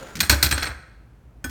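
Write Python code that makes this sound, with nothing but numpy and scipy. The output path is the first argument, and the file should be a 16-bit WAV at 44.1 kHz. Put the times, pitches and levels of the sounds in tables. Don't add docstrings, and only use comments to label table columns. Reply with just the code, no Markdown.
import sys
import numpy as np
from scipy import signal
from scipy.fft import rfft, irfft
from scipy.io import wavfile
from scipy.ndimage import uniform_filter1d

SR = 44100
rng = np.random.default_rng(int(sys.argv[2]) if len(sys.argv) > 2 else 0)


def to_wav(s):
    ch = np.atleast_2d(s).T
    pcm = np.round(np.clip(ch, -1, 1) * 32767)
    wavfile.write(sys.argv[1], SR, pcm.astype(np.int16))


N = 66150

# (time [s], level [dB], contact length [s], rise [s],
# brightness [dB per octave], base knock [dB], base thud [dB], spring ring [dB])
ARM_HITS = [(0.2037, -6, 0.0055, .0003, 2, -11.5, -12.5, -3),
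            (0.2288, -19, 0.011, .001, -3, -13.5, -35, -4.5), (0.296, -0.5, 0.0039, .0002, 2, 2.5, 4, -0.5),
            (0.306, -16, 0.023, .001, 3, -2, -17.5, -23), (0.327, -14, 0.0083, .001, -2.5, -12, -16.5, -23),
            (0.339, -25, 0.0062, .001, -4, -17.5, -35.5, -29.5),
            (0.4272, -1, 0.003, .0008, 3, -2.5, -3, -0.5),
            (0.4613, -14.5, 0.0023, .0003, -0.5, -8.5, -33, -21.5),
            (0.5104, -8.5, 0.0031, .002, 1.5, -13, -9.5, 1), (0.524, -9.5, 0.0026, .002, -5, -8, -10, -4),
            (0.5761, -13, 0.0048, .0035, -3, -13, -14.5, -23),
            (0.623, -12, 0.0086, .004, -2, -13, -16.5, -20),
            (0.639, -23.5, 0.0018, .002, -7, -16.5, -16.5, -21),
            (0.659, -21, 0.018, .004, -5.5, -18, -13.5, -11),
            (0.686, -31.5, 0.034, .004, -7.5, -17, -14.5, -42)]
# (frequency [Hz], level [dB])
STEEL_TONE = [(300, -23), (800, -11.5), (1500, -1), (2300, 0), (3000, -6.5), (4200, -3.5), (5600, -4.5),
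              (9000, -12), (11300, -16.5), (13500, -12.5), (17500, -26)]

CRACK_DB, CRACK_T60_S = -9, 0.025
GRIT_S, GRIT_DB = 0.0028, 3.5


def undb(db):
    return 10 ** (np.asarray(db) / 20)


def unit(x):
    return x / np.sqrt(np.mean(x ** 2))


def along(points, hz):
    p = np.array(points)
    return np.interp(np.log(hz + 1), np.log(p[:, 0]), p[:, 1])


def noise(tone, tilt_db=0, peaks=()):
    hz = np.fft.rfftfreq(N, 1 / SR)
    octaves = np.log2(np.maximum(hz, 500) / 3000)
    boost = 1 + sum(undb(db + 4) / (1 + ((hz - peak_hz) / 38) ** 2) for peak_hz, db in peaks)
    gain = undb(along(tone, hz) + tilt_db * octaves)
    return unit(irfft(rfft(rng.standard_normal(N)) * boost * gain, N))


def resonance(hz, width):
    f = np.fft.rfftfreq(N, 1 / SR)
    return unit(irfft(rfft(rng.standard_normal(N)) / (1 + ((f - hz) / width) ** 2), N))


def since(start):
    return np.maximum(np.arange(N) / SR - start, 0)


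def burst(start, hold, t60, rise=0.00013):
    t = since(start)
    return (1 - np.exp(-t / rise)) * np.exp(-np.log(1000) * np.maximum(t - hold, 0) / t60)


def flutter(span, depth_db):
    times = np.arange(0, N / SR + span, span)
    values = rng.standard_normal(N)[:len(times)]
    return unit(undb(depth_db * np.interp(np.arange(N) / SR, times, values)))


def ring(notes, start, scatter_db=0):
    t, out = since(start), np.zeros(N)
    live = (t > 0) & (t < 1)
    t = t[live]
    rise_cycles = 2.7
    for (hz, db, t60), (size, turn) in zip(notes, rng.standard_normal((len(notes), 2))):
        shape = (1 - np.exp(-t * hz / rise_cycles)) * np.exp(-np.log(1000) * t / t60)
        wave = np.sin(2 * np.pi * hz * t + 2 * scatter_db * turn)
        out[live] += undb(db + scatter_db * size) * shape * wave
    return out


def rumble():
    # (frequency [Hz], level [dB])
    rumble_tone = [(25, -32.5), (38, -23.5), (55, 0), (85, -19.5), (118, -12.5), (160, -19.5), (330, -27.5),
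                   (1500, -40), (4000, -54), (17000, -61.5)]
    return noise(rumble_tone)


def room(x):
    # (frequency [Hz], level [dB])
    echo_tone = [(60, -8.5), (300, 4), (1500, 2), (4000, -9), (8000, -3), (16000, -1)]
    # (frequency [Hz], t60 [s])
    echo_t60 = [(100, 0.42), (1800, 0.79), (4000, 0.78), (16000, 0.32)]
    hz, t = np.fft.rfftfreq(N, 1 / SR), since(0.0095)
    spectrum = rfft(rng.standard_normal(N)) * undb(along(echo_tone, hz))
    bands = np.round(2 * np.log2(np.maximum(hz, 50)))
    tail = np.zeros(N)
    for band in np.unique(bands):
        fade = np.exp(-np.log(1000) * t / along(echo_t60, 2 ** (band / 2)))
        tail += irfft(spectrum * (bands == band), N) * fade
    tail *= 1 - np.exp(-t / 0.00067)
    return signal.fftconvolve(x, tail / np.sqrt(np.sum(tail ** 2)))[:N]


def squeaks():
    # (time [s], length [s], start pitch [Hz], end pitch [Hz], level [dB])
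    slips = [(.005, 0.056, 545, 522, -39.5), (0.319, 0.038, 590, 567, -24.5)]
    out = np.zeros(N)
    for start, length, from_hz, to_hz, db in slips:
        progress = np.clip(since(start) / length, 0, 1)
        hz = from_hz + (to_hz - from_hz) * progress
        wave = np.sin(2 * np.pi * np.cumsum(hz) / SR)
        out += undb(db) * np.sin(np.pi * progress) * wave * flutter(span=0.0074, depth_db=2.27)
    return out


def scrape():
    # (pitch [Hz], width [Hz], level [dB])
    sliding_notes = [(1380, 35, 0), (1560, 80, -4), (6900, 200, -7.5)]
    # (frequency [Hz], level [dB])
    rub_tone = [(100, -7), (450, -8.5), (2500, -18.5), (11000, -32.5), (17000, -39)]
    grip = undb(2.2 * unit(uniform_filter1d(rng.standard_normal(N), size=300)))
    singing = unit(sum(undb(db) * resonance(hz, width) for hz, width, db in sliding_notes))
    fade = np.clip((0.25 - since(0)) / 0.32, 0, 1)
    return (undb(-43.5) * singing + undb(-38.5) * noise(rub_tone)) * grip * fade


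def snags():
    # (time [s], level [dB])
    catches = [(.154, -21), (.168, -26), (.191, -26)]
    clicks = sum(undb(db) * burst(start, hold=0, t60=0.07) for start, db in catches)
    bumps = sum(undb(db) * burst(start, hold=0, t60=0.26) for start, db in catches)
    return undb(CRACK_DB) * clicks * noise(STEEL_TONE) + undb(-10) * bumps * resonance(hz=187, width=61)


def base(start, knock_db, thud_db):
    # (frequency [Hz], level [dB])
    plastic_tone = [(36, -38), (70, 9.5), (130, 1), (190, -5), (290, -1), (430, -10.5), (1500, -10),
                    (4000, -32)]
    # (pitch [Hz], level [dB], t60 [s])
    base_notes = [(70, -1, 0.33), (93.1, -5, 0.18), (125, -2.5, 0.085), (312, -24.5, 0.5)]
    knock = noise(plastic_tone) * burst(start, hold=0, t60=0.13, rise=0.00153)
    return undb(knock_db - 16) * knock + undb(thud_db - 8) * ring(base_notes, start)


def blade():
    # (time [s], crack level [dB], base knock and thud [dB])
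    taps = [(1.4421, -0.5, -16), (1.4455, -15.5, -14.5), (1.495, -7, -22)]
    # (pitch [Hz], level [dB], t60 [s])
    blade_notes = [(1508, -23.5, 0.1), (1750, -33, .12), (2380, -35, 0.08), (3310, -40, 0.2),
                   (5150, -40, 0.14), (6495, -33, .1), (8250, -34, 0.08), (11600, -41, 0.12),
                   (13500, -41, .14), (15420, -39, .11)]
    # (pitch [Hz], level [dB], t60 [s])
    slot_notes = [(265, -16.5, 0.065)]
    out = ring(blade_notes, start=taps[0][0]) + ring(slot_notes, start=taps[1][0])
    peaks = [(hz, 0) for hz, _, _ in blade_notes]
    for start, db, base_db in taps:
        crack = burst(start, hold=0.0034, t60=CRACK_T60_S)
        rattle = undb(-13) * burst(start, hold=0, t60=0.42)
        out += undb(db - 34.5) * (crack + rattle) * noise(STEEL_TONE, tilt_db=2, peaks=peaks)
        out += base(start, base_db, base_db)
    return out


def wire_ticks():
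    # (time [s], level [dB])
    ticks = [(0.542, -1), (0.5998, -8), (0.6153, 0), (0.652, -5.5), (0.676, -5.5), (1.446, 1)]
    shape = sum(undb(db - 29) * burst(start, hold=0.00037, t60=0.025) for start, db in ticks)
    return shape * resonance(hz=8480, width=380)


def spring():
    # (pitch [Hz], level [dB], width [Hz])
    jingle_notes = [(7465, -9, 20), (8338, 0, 55), (9690, -10, 25)]
    # (pitch [Hz], level [dB], width [Hz])
    shimmer_notes = [(12720, -3, 45), (13500, 0, 85)]
    jingle_energy, shimmer_energy = np.zeros(N), np.zeros(N)
    for start, db, _, rise, bright_db, _, _, spring_db in ARM_HITS:
        jingle_energy += (undb(spring_db) * burst(start, hold=0.024, t60=0.1, rise=0.006)) ** 2
        shimmer_energy += (undb(db + 2 * bright_db) * burst(start, hold=0, t60=0.12, rise=rise)) ** 2
    jingle = sum(undb(db) * resonance(hz, width) for hz, db, width in jingle_notes)
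    shimmer = sum(undb(db) * resonance(hz, width) for hz, db, width in shimmer_notes)
    jingle *= np.sqrt(jingle_energy) * flutter(GRIT_S, GRIT_DB)
    shimmer *= np.sqrt(shimmer_energy)
    return undb(-30) * jingle + undb(-26.5) * shimmer


def arm():
    # (pitch [Hz], level [dB])
    arm_notes = [(1320, -7), (1500, -3.5), (1610, -3.5), (1975, -10), (2480, -1), (3360, 1), (3935, -3),
                 (4108, 4.5), (4340, 4), (5540, -5)]
    detune, ring_t60_s = 0.015, 0.1
    out = np.zeros(N)
    for start, db, contact, rise, bright_db, knock_db, thud_db, _ in ARM_HITS:
        notes = [(hz * (1 + detune * rng.standard_normal()), note_db, ring_t60_s)
                 for hz, note_db in arm_notes]
        crack = burst(start, contact, CRACK_T60_S, rise)
        rattle = undb(-7.5) * burst(start, contact, t60=0.19, rise=rise) * flutter(GRIT_S, GRIT_DB)
        out += undb(db + CRACK_DB) * (crack + rattle) * noise(STEEL_TONE, bright_db, arm_notes)
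        out += undb(db - 26) * ring(notes, start + rise, scatter_db=2)
        out += base(start, knock_db, thud_db)
    return out


def scene():
    near = scrape() + snags() + squeaks() + arm() + spring() + wire_ticks() + blade()
    return (near + undb(-15) * room(near) + undb(-48.5) * rumble())[None]


def record(dry):
    treble_cut = signal.ellip(8, .2, 80, 17800, fs=SR, output="sos")
    return signal.sosfilt(treble_cut, np.tanh(dry))


dry = scene()
out = record(dry)
to_wav(out)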